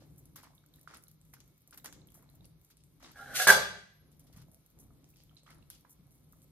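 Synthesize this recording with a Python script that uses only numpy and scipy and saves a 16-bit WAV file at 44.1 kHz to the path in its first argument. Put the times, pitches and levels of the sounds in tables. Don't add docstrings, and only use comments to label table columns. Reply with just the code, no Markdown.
import sys
import numpy as np
from scipy import signal
from scipy.fft import rfft, irfft, next_fast_len
from scipy.io import wavfile
from scipy.ndimage import uniform_filter1d

SR = 44100
rng = np.random.default_rng(int(sys.argv[2]) if len(sys.argv) > 2 else 0)


def attenuation_scalar(level_db):
    decades = np.asarray(level_db, float) / 20
    return 10 ** decades


def store_wav(level_fs):
    pcm = np.round(np.clip(np.atleast_2d(level_fs), -1, 1) * 32767)
    wavfile.write(sys.argv[1], SR, pcm.T.astype(np.int16))


N = 287158
T = np.arange(N) / SR

# pitch_hz [Hz], level_db [dB per Hz]
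RUMBLE = [(12, -52), (20, -24), (49, 3), (92, -1), (141, 3.5), (157, 4.5), (173, -2), (265, -14),
          (461, -28.5), (500, -19), (650, -50.5), (1100, -120)]
SLOSH = [(120, -37.5), (200, -6.5), (269, 2), (402, -9.5), (507, -12), (878, -19.5), (2500, -36.5),
         (3250, -64), (5500, -120)]
PLUNGE = [(300, -15.5), (550, -4), (1100, 2.5), (2200, -1), (3300, -21), (5000, -59.5)]
SPRAY = [(1530, -22.5), (2600, -6), (2840, -4), (5050, -1.5), (6260, -4.5), (8000, -10.5), (10400, -11.5),
         (17600, -120)]
FIZZ = [(3530, -50), (6000, -5), (7900, -9), (10300, -3.5), (12700, -1.5), (14700, -6), (15400, -9.5),
        (16000, -21.5)]
# start_s [s], level_db [dB]
BOIL = [
    [(0.0, -58.5), (0.75, -70), (1.52, -67), (1.57, -76), (1.96, -61), (2.32, -64.5), (2.42, -59.5),
     (2.68, -72.5), (3.12, -66.5)],
    [(4.0, -80), (4.01, -68), (4.5, -62.5), (4.69, -75), (4.78, -60.5), (5.49, -69), (5.58, -60.5),
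     (5.81, -71.5), (6.51, -64.5)],
]
# start_s [s], spray level_db [dB], mist_db above the spray [dB], depth_db [dB], t60_s [s]
SPLASHES = [(0.001, -66.5, -21, -5, 1), (0.3559, -50, 2, -3, 0.39), (0.431, -56.5, 0, -3, 0.22),
            (0.74, -68, -1, -8, 0.8), (0.8749, -52, -17, 1, 0.32), (0.937, -51.5, -6.5, 0, 0.23),
            (1.08, -54.5, -2.5, -33, 0.11), (1.335, -47.5, 1, -1.5, 0.15), (1.401, -55, 0, -9, 0.1),
            (1.726, -56.5, -8, 2, 0.12), (1.773, -53, 1.5, -2, 0.12), (1.842, -44.5, 2.5, -2, 0.26),
            (1.856, -42, 2, -2, 0.12), (1.924, -48.5, -1, -8.5, 0.21), (2.14, -74.5, 12, 5, 0.57),
            (2.443, -51.5, -18, -40, 0.061), (2.7, -55, -1.5, -11, 0.17), (2.7681, -62, -3, -31, 0.17),
            (2.191, -80, -15, 10.5, 0.73), (2.28, -76.5, -5, 2, 0.61), (2.8, -62, -17, -30, .2),
            (3.001, -60, -19, -4, 0.64), (3.024, -51, -17, -5, 0.6), (4.113, -63.5, 4.5, -15, 0.23),
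            (4.1925, -64, 5.5, -14.5, 0.19), (4.265, -62, 0, -8, .2), (4.325, -58.5, -4, -8, 0.17),
            (4.363, -55.5, -6, -6, 0.25), (4.415, -62, -5, -9.5, .1), (5.1579, -55.5, -10.5, -23, 0.31),
            (5.368, -60.5, -27, -22.5, 0.32), (5.46, -59, -25.5, 3, 0.46), (5.5, -62, -27.5, 1, 0.28),
            (5.7007, -44.5, -3.5, -21, 0.24), (5.73, -58.5, 4, -7, 0.26), (5.847, -73.5, -20, 10.5, .15),
            (6.322, -70, 0, 0, 0.086)]
# start_s [s], level_db [dB]
FROTH = [
    (0.172, -52),
    (4.5168, -62.5),
    (4.7, -62.5),
    (4.7909, -53.5),
    (5.089, -62),
    (5.896, -58),
    (6.109, -60),
    (6.4192, -59),
]
# start_s [s], peak level_db [dB], pitch_hz [Hz]
TICKS = [(0.161, -56, 10500), (0.1805, -49.5, 14000), (0.191, -47.5, 13700), (0.255, -48, 10400),
         (0.3594, -36, 13360), (0.4299, -48, 10600), (0.5506, -49, 12860), (0.6615, -50, 11900),
         (0.7377, -52, 12200), (0.7592, -48, 13800), (0.7934, -53, 9370), (0.8124, -46.5, 11200),
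         (0.831, -50.5, 13280), (0.9098, -51, 5290), (0.9453, -46, 6780), (0.9704, -41.5, 10300),
         (1.0246, -50.5, 14000), (1.0369, -43.5, 10400), (1.0819, -44, 11600), (1.1136, -47, 12400),
         (1.2137, -53, 8050), (1.2511, -55, 12900), (1.3293, -53, 11040), (1.3389, -46, 5600),
         (1.338, -43, 11500), (1.4032, -46.5, 6230), (1.4771, -52, 13000), (1.5783, -53.5, 13800),
         (1.6063, -57, 13300), (1.6187, -53, 12000), (1.6751, -45.5, 11900), (1.709, -45, 10000),
         (1.7445, -41.5, 12900), (1.7755, -36, 13290), (1.8442, -38, 11000), (1.8587, -39, 13100),
         (1.8583, -31, 6660), (1.9258, -39.5, 6400), (2.0577, -64, 13200), (2.0717, -47, 11600),
         (2.1032, -50.5, 10600), (2.12, -48.5, 12900), (2.1432, -48, 11400), (2.173, -53.5, 12200),
         (2.2248, -51.5, 11800), (2.2982, -58, 11700), (2.2986, -54.5, 12700), (2.3521, -50.5, 14250),
         (2.4543, -61, 9450), (2.4543, -47, 10400), (2.614, -72, 9270), (2.614, -52, 13300),
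         (2.6468, -51, 12670), (2.7077, -60, 13800), (2.7097, -53, 13290), (2.7697, -48.5, 9400),
         (2.837, -49, 8480), (2.9986, -57, 12810), (3.026, -51, 5047), (3.1162, -46.5, 12030)]
# start_s [s], peak level_db [dB], pitch_hz [Hz]
STIR_TICKS = [(4.1172, -59.5, 8330), (4.1691, -58, 12600), (4.1947, -52, 10500), (4.2403, -58, 10300),
              (4.3357, -51, 12720), (4.363, -52, 5590), (4.4224, -56, 11300), (4.5155, -50.5, 10400),
              (4.545, -46, 10790), (4.6615, -48, 12610), (4.702, -54, 12480), (4.7884, -48.5, 12200),
              (4.838, -55, 11270), (5.0426, -51.5, 5990), (5.076, -63, 8150), (5.089, -52.5, 14500),
              (5.1025, -50.5, 14250), (5.142, -56.5, 13900), (5.1593, -56, 5520), (5.1692, -52, 10700),
              (5.2027, -53, 5130), (5.2361, -48, 12040), (5.3474, -58, 11900), (5.433, -52, 8180),
              (5.5045, -52, 9740), (5.546, -53.5, 10000), (5.7011, -33, 11000), (5.808, -54, 13500),
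              (5.8946, -52, 13300), (5.9258, -53, 13760), (6.1082, -55, 10480), (6.153, -54, 14100),
              (6.2899, -65, 13000), (6.3238, -48.5, 12900), (6.4183, -52, 8230), (6.4433, -53, 12600)]
# start_s [s], peak level_db [dB], pitch_hz [Hz]
PLOPS = [(0.021, -50.5, 543), (0.359, -48.5, 1120), (0.434, -47, 990), (0.47, -49.5, 1030),
         (0.58, -51, 3610), (0.639, -58, 1420), (0.74, -49, 3820), (0.786, -58.5, 1790), (0.875, -36, 1360),
         (0.938, -45, 1310), (1.07, -49.5, 4030), (1.337, -57, 830), (1.726, -48.5, 1460),
         (1.776, -60, 1690), (1.799, -49, 3800), (1.846, -44, 1080), (1.926, -48, 1610), (2.017, -51, 3970),
         (2.087, -52, 3260), (2.153, -56, 1180), (2.176, -52.5, 610), (2.287, -60, 666), (2.406, -58, 606),
         (3.003, -58, 1224), (3.03, -45.5, 660), (0.504, -55.5, 700), (.535, -57, 1020), (0.401, -53, 1700),
         (2.191, -66, 1340), (2.23, -56.5, 1000), (2.26, -61, 820), (2.291, -51, 4040), (2.34, -62, 700),
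         (2.408, -49, 3750), (2.444, -53, 4500), (.91, -54, 3460), (.965, -58, 1860), (1.86, -44.5, 1870),
         (1.88, -47, 1480), (3.046, -42, 3695)]
# start_s [s], peak level_db [dB], pitch_hz [Hz]
DRIPS = [(4.299, -60.5, 663), (4.484, -57, 606), (4.906, -60.5, 1228), (5.043, -65.5, 683),
         (5.139, -62, 2560), (5.295, -55, 3140), (5.368, -45, 4064), (5.463, -55, 1200), (5.625, -57, 2720),
         (5.702, -56, 3307), (5.731, -52, 3300), (5.849, -51, 988), (5.467, -52, 3200), (5.49, -53, 1992),
         (5.499, -56, 1297), (5.312, -60, 1300), (5.851, -56, 1580), (4.36, -60, 667), (6.332, -58, 1200),
         (5.373, -49, 3770), (5.385, -55, 4200), (5.627, -57, 3900), (5.478, -51.5, 1248),
         (5.515, -60, 1280), (5.529, -57, 1250), (5.505, -54, 2000), (5.525, -60, 2890), (5.586, -62, 1290),
         (5.702, -57, 1500), (5.87, -63, 1005)]
# start_s [s], peak level_db [dB], pitch_hz [Hz]
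GULPS = [(1.969, -53, 152), (2.419, -47, 152), (2.858, -55.5, 149), (4.344, -43, 91.7), (4.369, -43, 195),
         (4.394, -46, 142.9), (4.484, -50, 168.4), (4.77, -49, 130), (5.545, -54, 129), (5.574, -51, 91.5),
         (5.609, -46, 112), (5.994, -45, 153), (6.029, -47, 140)]
# start_s [s], pressure level_db [dB], chatter pitch_hz [Hz]
DRAG = [(3.132, -73, 814), (3.159, -56, 814.3), (3.215, -48, 755.3), (3.24, -54.5, 795),
        (3.325, -45.5, 795), (3.345, -42, 744.4), (3.364, -38, 740), (3.388, -38.5, 760), (3.4, -31, 758),
        (3.43, -34, 746.3), (3.468, -47, 737)]
# start_s [s], peak level_db [dB]
BLOWS = [
    (3.470, -12),
    (3.478, -14.5),
    (3.489, -12.5),
    (3.4993, -12),
]
# start_s [s], handle level_db [dB], grit level_db above the bowl [dB]
STAGES = [
    (3.132, -10.5, -13),
    (3.349, -14.5, 10),
    (3.387, -10.5, -2),
    (3.464, -9.5, 2),
    (3.497, -12, -5),
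    (3.52, -5, -7.5),
]
# start_s [s], length_s [s], peak level_db [dB], pitch_hz [Hz]
SQUEALS = [(3.172, .065, -56, 1650), (3.193, 0.055, -51, 1410), (3.202, 0.13, -58, 802.6),
           (3.309, 0.027, -52, 1470), (3.338, 0.037, -43, 1470), (3.395, 0.044, -39.5, 745),
           (3.4, 0.049, -32.5, 1650), (3.4712, 0.0045, -23, 1560), (3.483, 0.012, -15.5, 1640),
           (3.494, 0.0048, -16.5, 1540), (3.5005, 0.0102, -12, 1610), (3.52, 0.025, -27, 1620),
           (3.549, .016, -26.5, 1560), (3.571, 0.047, -42, 608)]
# pitch_hz [Hz], level_db [dB], t60_s [s]
BOWL = [(1418, -6.5, 0.11), (1525, -6.5, 0.12), (1580, -8, 0.056), (1682, -6, 0.07)]
HANDLE = [(433.8, -3.5, 0.2), (555, -12.5, 0.27), (626, -4.5, 0.35)]
RIM = [(3516, -5.5, .1), (4120, -6, .04), (4848, -14, 0.2), (5720, -11, 0.1), (6160, -4.5, 0.046),
       (6560, -10.5, 0.049), (8150, -8.5, .04), (9630, -9, .04), (11460, -4.5, .04)]
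# pitch_hz [Hz], level_db [dB], t60_s [s]
STRUCK = [(1210, -4.5, 0.077), (1945, -1, 0.11), (2060, -8.5, .2), (2243, -10, .1), (867, -10.5, .1),
          (2835, -13.5, 0.25), (3280, -20.5, .2), (3890, -23, 0.5), (4613, -21, .42), (4520, -22, .3),
          (4660, -21, .3), (1453, -13, .4), (1545, -12, .4), (4840, -21.5, .4), (3480, -12, .2),
          (1012, -16, .04), (5100, -19.5, .3)]
# multiple [of chatter rate], level_db [dB], t60_s [s]
CHATTER = [(1, 1, 0.03), (2, 3.5, 0.024), (4, -15, .02), (5, -14, 0.06), (7, -21.5, 0.022)]
# pitch_hz [Hz], level_db [dB per Hz]
GRIT = [(1060, -37), (1800, -4.5), (2640, -7.5), (3200, -7), (5060, -8), (6420, -7), (7560, -12.5),
        (8210, -8.5), (13600, -10.5), (14900, -15.5), (16000, -85)]
# start_s [s], pitch_hz [Hz], level_db [dB]
SWING = [
    (3.88, 11140, -101),
    (3.946, 11600, -76),
    (4.15, 10900, -97),
]
# pitch_hz [Hz], t60_s [s], level_db [dB]
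KITCHEN = [(89.54, 1, 4), (253, 0.59, 0), (700, 0.49, 6.5), (1700, 0.42, -6), (3200, 0.62, -0.5),
           (4970, 0.49, 2), (8766, 0.27, 7)]
# pitch_hz [Hz], level_db [dB per Hz]
HUSH = [(180, -36), (300, -7), (900, -18.5), (994, -14), (1810, -21), (2250, -18.5), (2700, -21.5),
        (3830, -17), (7320, -25.5), (10600, -27), (12900, -22), (14700, -19), (16000, -47.5)]
# pitch_hz [Hz], level_db [dB]
HUMS = [(150.7, -73.5), (1297, -97), (2218, -93.5)]
# pitch_hz [Hz], threshold level_db above the band's quiet level [dB]
GATE = [(2500, -25), (3500, -3.5), (6500, -3), (7500, .6), (8300, -3), (13500, -3.5), (14800, 2.5),
        (16000, 8)]

CALM_DB, RUMBLE_DB, SLOSH_DB, FIZZ_DB = -65.5, -67, -76.5, -83.5
RUMBLE_FOLLOWS, SLOSH_FOLLOWS, FIZZ_FOLLOWS = 0.71, 1, 0.1
SPLASH_RISE_S, CLUMP_DB, CLUMPS_PER_S = 0.0043, 3.5, 35
FROTH_S, PUFF_DB, PUFF_S = 0.16, -18.5, 0.049
TICK_RING_S, PLOP_RING_S, DRIP_RING_S, GULP_RING_S = 0.0015, 0.012, 0.0144, 0.04
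TICK_LATE_S, TICK_UNDER, TICK_UNDER_DB = 0.00064, 0.58, -11
SMALL_TICKS, SMALL_DB, SMALL_SCATTER_DB = 60, -63.5, 3
SMALL_HZ, SMALL_SPREAD = 13800, 0.6
DROPLETS, DROPLET_DB, DROPLET_HZ = 5, -0.5, 1700
DROPLET_SPREAD, FALL_SHARE, DROPLET_RING_S = 0.24, 0.41, 0.01
BLUBS, BLUB_DB, BLUB_SCATTER_DB = 35, -67, 4
BLUB_HZ, BLUB_OCTAVES, BLUB_RING_S = 280, 1.4, 0.022
DUCK_FROM_S, DUCK_TO_S, DUCK_DB = 3.13, 4.1, -4
RATTLE_DB, RATTLE_RISE_S, RATTLE_S, RATTLE_HZ = -7, 0.0036, 0.01, 787.3
BOUNCE_DB, BOUNCE_FROM_S, BOUNCE_GAP_S, BOUNCE_T60_S = -23.5, 3.512, 0.034, 0.18
STAGE_BLEND_S, CHATTER_WOBBLE = 0.033, 0.04694
SQUEAL_PEAKS_AT, SQUEAL_WAVER, SQUEAL_ROUGH_DB = 0.3, 0.008, 3
HUSH_DB = -81.5
PORT_LAG = 4


def pot(ticks):
    vigour_db = np.interp(T, *np.transpose(np.vstack(BOIL))) - CALM_DB
    start_s, spray_db, mist_db, depth_db, t60_s = np.transpose(SPLASHES)
    froth = splash(*np.transpose(FROTH), np.full(len(FROTH), FROTH_S), rise_s=0.012)
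    tick_s, tick_db, _ = np.transpose(ticks)
    puffs = splash(tick_s, tick_db + PUFF_DB, np.full(len(tick_s), PUFF_S))
    clumps = attenuation_scalar(CLUMP_DB * walk(CLUMPS_PER_S))

    out = spread(RUMBLE, 0.3, 0.98, 0, 1.6, 16.12) * attenuation_scalar(RUMBLE_DB + RUMBLE_FOLLOWS * vigour_db)
    slosh = attenuation_scalar(SLOSH_DB + SLOSH_FOLLOWS * vigour_db + 2.5 * walk(5.4))
    heave = splash(start_s, spray_db + depth_db - 16, 1.5 * t60_s, 0.023) * clumps
    out += spread(SLOSH, 0.47, 0.13, 1.5, 1.6, 13) * np.hypot(slosh, heave)
    plunge = splash(start_s, spray_db + depth_db - 10.5, 0.93 * t60_s, 0.0048) * clumps
    out += spread(PLUNGE, 0.65, 0.035, 2.4, 1.7, 50) * plunge
    spray = splash(start_s, spray_db - 13.5, 1.1 * t60_s, SPLASH_RISE_S) * clumps
    out += spread(SPRAY, 0.79, 0.16, 1.3, 2.284, 60) * spray
    fizz = attenuation_scalar(FIZZ_DB + FIZZ_FOLLOWS * vigour_db + 1.7 * walk(19)) * ducked()
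    mist = splash(start_s, spray_db + mist_db - 7, 0.4 * t60_s, SPLASH_RISE_S) * clumps
    mist = np.hypot(mist, attenuation_scalar(-7.5) * froth)
    out += spread(FIZZ, 0.3, 0.2, 3.3, 3, 18) * np.sqrt(fizz ** 2 + mist ** 2 + puffs ** 2)
    return out


def splash(times, dbs, t60s, rise_s=0.0022):
    power, t = np.zeros(N + SR), T[:SR // 2]
    for start_s, db, t60 in zip(times, dbs, t60s):
        i = int(start_s * SR)
        swell = attenuation_scalar(db - 60 * t / max(t60, 0.01)) * np.minimum(t / rise_s, 1)
        power[i:i + len(t)] += swell ** 2
    return np.sqrt(power[:N])


def ducked():
    return attenuation_scalar(DUCK_DB * ((T > DUCK_FROM_S) & (T < DUCK_TO_S)))


def bubbles(ticks):
    voices = [(s + TICK_LATE_S, db + 5, hz, TICK_RING_S) for s, db, hz in ticks]
    voices += [(s, db + TICK_UNDER_DB, hz * TICK_UNDER, ring_s) for s, db, hz, ring_s in voices]
    drops = [(*row, PLOP_RING_S) for row in PLOPS]
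    drops += [(*row, DRIP_RING_S) for row in DRIPS]
    drops += droplets() + blubs()
    drops = [(s, db, hz, t60 * min(1, (1500 / hz) ** 0.597)) for s, db, hz, t60 in drops]
    gulps = [(*row, GULP_RING_S) for row in GULPS]
    out = pings(gulps, glide=0.1, rise_s=0.0036, rough=0, wobble=0.6, pan_db=1.5)
    out += pings(voices, glide=0.033, rise_s=0.00004, rough=0.13, wobble=0.34, pan_db=0.23)
    out += pings(drops, glide=0.044, rise_s=0.00055, rough=0.04, wobble=1.5, pan_db=-8.5)
    return out


def bursts():
    when, size, pitch = rng.random((SMALL_TICKS, 3)).T
    start_s = when * (N - 1) / SR
    level_db = SMALL_DB - SMALL_SCATTER_DB * np.log(0.087 + size)
    pitch_hz = np.clip(SMALL_HZ * np.exp(-SMALL_SPREAD * pitch ** 2.2), 4000, 14800)
    small = [row for row in zip(start_s, level_db, pitch_hz) if not DUCK_FROM_S < row[0] < DUCK_TO_S]
    return list(TICKS) + list(STIR_TICKS) + small


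def droplets():
    rows = []
    for start_s, db, _, depth_db, t60 in SPLASHES:
        for late, pitch in rng.random((DROPLETS, 2)):
            after = late * FALL_SHARE * t60
            hz = DROPLET_HZ * np.exp(DROPLET_SPREAD * (2 * pitch - 1) * 0.87)
            level_db = db + depth_db + DROPLET_DB - 40 * after / t60
            rows.append((start_s + after, level_db, hz, DROPLET_RING_S))
    return rows


def blubs():
    when, size, pitch = rng.random((BLUBS, 3)).T
    start_s = when * (N - 1) / SR
    level_db = BLUB_DB + BLUB_SCATTER_DB * size
    pitch_hz = BLUB_HZ * 2 ** (BLUB_OCTAVES * pitch)
    return [(*row, BLUB_RING_S) for row in zip(start_s, level_db, pitch_hz)]


def pings(rows, glide, rise_s, rough, wobble, pan_db):
    out = np.zeros((2, N + SR))
    for start_s, db, hz, t60 in rows:
        t60 = max(t60, 1e-3)
        t = T[:int(1.5 * t60 * SR)]
        chance = rng.standard_normal(SR // 16)[:len(t)]
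        tone = np.sin(2 * np.pi * hz * t * (1 + glide * np.minimum(t / t60, 1)))
        tone = tone * (1 + wobble * uniform_filter1d(chance, size=30)) + rough * chance
        tone = tone * attenuation_scalar(db - 60 * t / t60) * (1 - np.exp(-t / rise_s))
        i = int(start_s * SR)
        out[:, i:i + len(t)] += ports(tone, pan_db + 2.1 * chance[0])
    return out[:, :N]


def ladle():
    heard = slice(3 * SR, 5 * SR)
    t = T[heard]
    force, handle_db, grit_db, chatter_hz = contact(t)
    slips = level(grains(0.035, 2.9))[heard] * force
    blows = np.zeros(N)
    for start_s, db in BLOWS:
        blows[int(start_s * SR)] = attenuation_scalar(db + 15)
    blows = uniform_filter1d(uniform_filter1d(blows[heard], size=9), size=9) + 1e-12

    body = steel_body(t, slips, blows, handle_db, chatter_hz) + counter(t, slips, blows)
    grit = spread(GRIT, 0.45, 0.25, 2.3, 2.8, 120)[:, heard] * force * attenuation_scalar(grit_db - 3.5)
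    grit += ports(ring(attenuation_scalar(-5.5) * slips * attenuation_scalar(grit_db), RIM))
    grit[1] = np.roll(grit[1], PORT_LAG)
    top = signal.ellip(8, 0.5, 60, 14900, fs=SR, output="sos")
    steel, squeal = np.zeros((2, N)), np.zeros(N)
    steel[:, heard] = signal.sosfilt(top, ports(body, -1.2) + grit)
    squeal[heard] = squeals(t)
    return steel, squeal


def contact(t):
    start_s, press_db, hz = np.transpose(DRAG)
    force = attenuation_scalar(np.interp(t, start_s, press_db)) * ((t > start_s[0]) & (t < start_s[-1]))
    ends = [at for at, _ in BLOWS[1:]] + [BLOWS[-1][0] + RATTLE_S]
    for (at, db), end in zip(BLOWS, ends):
        force = force + attenuation_scalar(db + RATTLE_DB) * np.clip((t - at) / RATTLE_RISE_S, 0, 1) * (t < end)
    rest = np.maximum(t - BOUNCE_FROM_S, 0)
    rocking = np.sin(np.pi * rest / BOUNCE_GAP_S) ** 2
    force = force + attenuation_scalar(BOUNCE_DB - 60 * rest / BOUNCE_T60_S) * rocking
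    stage_s, handle_db, grit_db = np.transpose(STAGES)
    stage = np.clip(np.searchsorted(stage_s, t) - 1, 0, None)
    blend = int(STAGE_BLEND_S * SR)
    handle_db = uniform_filter1d(handle_db[stage], blend)
    grit_db = uniform_filter1d(grit_db[stage], blend)
    chatter_hz = np.interp(t, start_s, hz, right=RATTLE_HZ) * (1 + CHATTER_WOBBLE * walk(70)[:len(t)])
    return force + 1e-12, handle_db, grit_db, chatter_hz


def steel_body(t, slips, blows, handle_db, chatter_hz):
    out = ring(attenuation_scalar(-8) * slips + blows, BOWL)
    out += ring(attenuation_scalar(-4.5) * slips * (t > BLOWS[0][0]) + blows, STRUCK)
    out += chatter(attenuation_scalar(-5) * slips + blows, chatter_hz, CHATTER[1:])
    out += chatter(attenuation_scalar(0.5) * slips * attenuation_scalar(handle_db), chatter_hz, CHATTER[:1])
    out += ring(attenuation_scalar(-6.5) * slips * attenuation_scalar(handle_db) + attenuation_scalar(-6.5) * blows, HANDLE)
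    return signal.sosfilt(signal.butter(8, 380, "high", fs=SR, output="sos"), out)


def counter(t, slips, blows):
    thump = ring(blows, [(62.02, -2, 0.2), (187, 3, 0.038)])
    thump = signal.sosfilt(signal.butter(2, 45, "high", fs=SR, output="sos"), thump)
    hum = ring(slips * (t < STAGES[1][0]), [(140, 0.01, 0.08), (240.3, 0.00073, 0.06)])
    return attenuation_scalar(-14.5) * thump + attenuation_scalar(-10.5) * hum


def chatter(x, hz, orders):
    out = 0
    for k, db, t60 in orders:
        r = np.exp(-np.log(1000) / (t60 * SR))
        turn = np.exp(2j * np.pi * k * np.cumsum(hz) / SR)
        out = out + attenuation_scalar(db) * np.sqrt(1 - r) * (turn * signal.lfilter([1], [1, -r], x / turn)).imag
    return out


def squeals(t):
    waver = walk(60)[:len(t)]
    rough = attenuation_scalar(SQUEAL_ROUGH_DB * walk(150)[:len(t)])
    bend = np.log(0.5) / np.log(SQUEAL_PEAKS_AT)
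    out = 0
    for start_s, length_s, db, hz in SQUEALS:
        share = np.clip((t - start_s) / length_s, 0, 1)
        shape = np.sin(np.pi * share ** bend) ** 0.55
        out = out + attenuation_scalar(db) * shape * np.sin(2 * np.pi * hz * np.cumsum(1 + SQUEAL_WAVER * waver) / SR)
    return out * rough


def swing():
    start_s, hz, db = np.transpose(SWING)
    gain = attenuation_scalar(np.interp(T, start_s, db, -130, -130) + 3 + 6.2 * walk(50))
    pitch_hz = np.interp(T, start_s, hz) + 90 * walk(90)
    return ports(gain * np.sin(2 * np.pi * np.cumsum(pitch_hz) / SR))


def kitchen(x):
    t = T[:SR]
    tail = 0
    for hz, t60, db in KITCHEN:
        band = signal.butter(2, [hz / 1.7, min(hz * 1.7, 20000)], "band", fs=SR, output="sos")
        noise = rng.standard_normal((3, SR))
        alike = np.clip(400 / hz, 0, 1.5)
        both = (alike * noise[2] + noise[:2]) / np.sqrt(1 + alike ** 2)
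        tail = tail + signal.sosfilt(band, both) * attenuation_scalar(db - 60 * t / t60)
    tail = tail * np.clip((t - 0.004) / 0.0034, 0, 1) / np.sqrt(SR / 20)
    return signal.fftconvolve(x[None], tail, axes=1)[:, :N]


def stove():
    hums = 0
    for hz, db in HUMS:
        gain = attenuation_scalar(db + 3.4 * walk(7.5))
        hums = hums + gain * np.sin(2 * np.pi * hz * T + 0.39 * walk(6.6))
    return spread(HUSH, 0.79, 0.55, 1.5, 1.3, 14) * attenuation_scalar(HUSH_DB) + ports(hums)


def spread(points, side, share, scatter_db, flicker_db, rate):
    mid, other = (level(colour(grains(share, scatter_db), points)) for _ in range(2))
    return (ports(mid) + side * other * np.array([[1], [-1]])) * attenuation_scalar(flicker_db * walk(rate))


def grains(share, scatter_db):
    sparse = rng.standard_normal(N) * (rng.random(N) < share)
    size_db = scatter_db * np.minimum(rng.exponential(size=N), 4.5)
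    return sparse * attenuation_scalar(size_db)


def colour(x, points):
    hz, db = np.transpose(points)
    n = next_fast_len(N)
    log_hz = np.log(np.maximum(np.arange(n // 2 + 1) * SR / n, 1))
    return irfft(rfft(x, n) * attenuation_scalar(np.interp(log_hz, np.log(hz), db)), n)[..., :N]


def level(x, db=0):
    return x * attenuation_scalar(db) / np.sqrt(np.mean(x ** 2))


def walk(rate):
    k = int(SR / rate)
    steps = np.repeat(rng.standard_normal(N // k + 1), k)
    return uniform_filter1d(uniform_filter1d(steps, k), k)[:N]


def ring(x, modes):
    out = 0
    for hz, db, t60 in modes:
        r = np.exp(-np.log(1000) / (t60 * SR))
        w = 2 * np.pi * hz / SR
        mode = signal.lfilter([1], [1, -2 * r * np.cos(w), r * r], x)
        out = out + attenuation_scalar(db) * np.sqrt(1 - r) * np.sin(w) * mode
    return out


def ports(x, pan_db=0):
    return np.array([x * attenuation_scalar(pan_db / 2), x * attenuation_scalar(-pan_db / 2)])


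def from_right(x, lean_db, fade_hz):
    n = next_fast_len(N)
    hz = np.arange(n // 2 + 1) * SR / n
    low = 1 / (1 + (hz / fade_hz) ** 2)
    delay = np.exp(-2j * np.pi * hz * PORT_LAG / SR)
    left = irfft(rfft(x[0], n) * attenuation_scalar(lean_db * low) * delay, n)
    return np.array([left[:N], x[1]])


def scene():
    ticks = bursts()
    steel, squeal = ladle()
    water = bubbles(ticks)
    walls = kitchen(attenuation_scalar(-3) * steel[1] + attenuation_scalar(-9) * squeal + attenuation_scalar(-8) * water.mean(axis=0))
    counter_side = steel + ports(squeal, -1.2) + walls + swing()
    stove_side = from_right(water + pot(ticks) + stove(), lean_db=0.92, fade_hz=6200)
    return counter_side + stove_side


def top_cut(x):
    return signal.sosfilt(signal.butter(12, 16160, fs=SR, output="sos"), x)


def record(dry):
    hz, _, z = signal.stft(np.tanh(dry * 0.69) / 0.54, SR, nperseg=1024)
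    edges = np.arange(0, len(hz), 12)
    power = np.add.reduceat(np.abs(z.mean(axis=0)) ** 2, edges, axis=0)
    band_db = 10 * np.log10(uniform_filter1d(power, size=2, axis=1) + 1e-30)
    quiet_db = np.sort(band_db)[:, [band_db.shape[1] // 6]]
    threshold_db = np.interp(hz[edges], *np.transpose(GATE))[:, None]
    above_db = band_db - quiet_db - threshold_db
    keep = np.repeat(np.clip(0.5 + above_db / 2.2, 0.08, 1), 12, axis=0)[:len(hz)]
    mix = signal.istft(z * keep, SR, nperseg=1024)[1][:, :N]
    return top_cut(mix)


dry = scene()
out = record(dry)
store_wav(out)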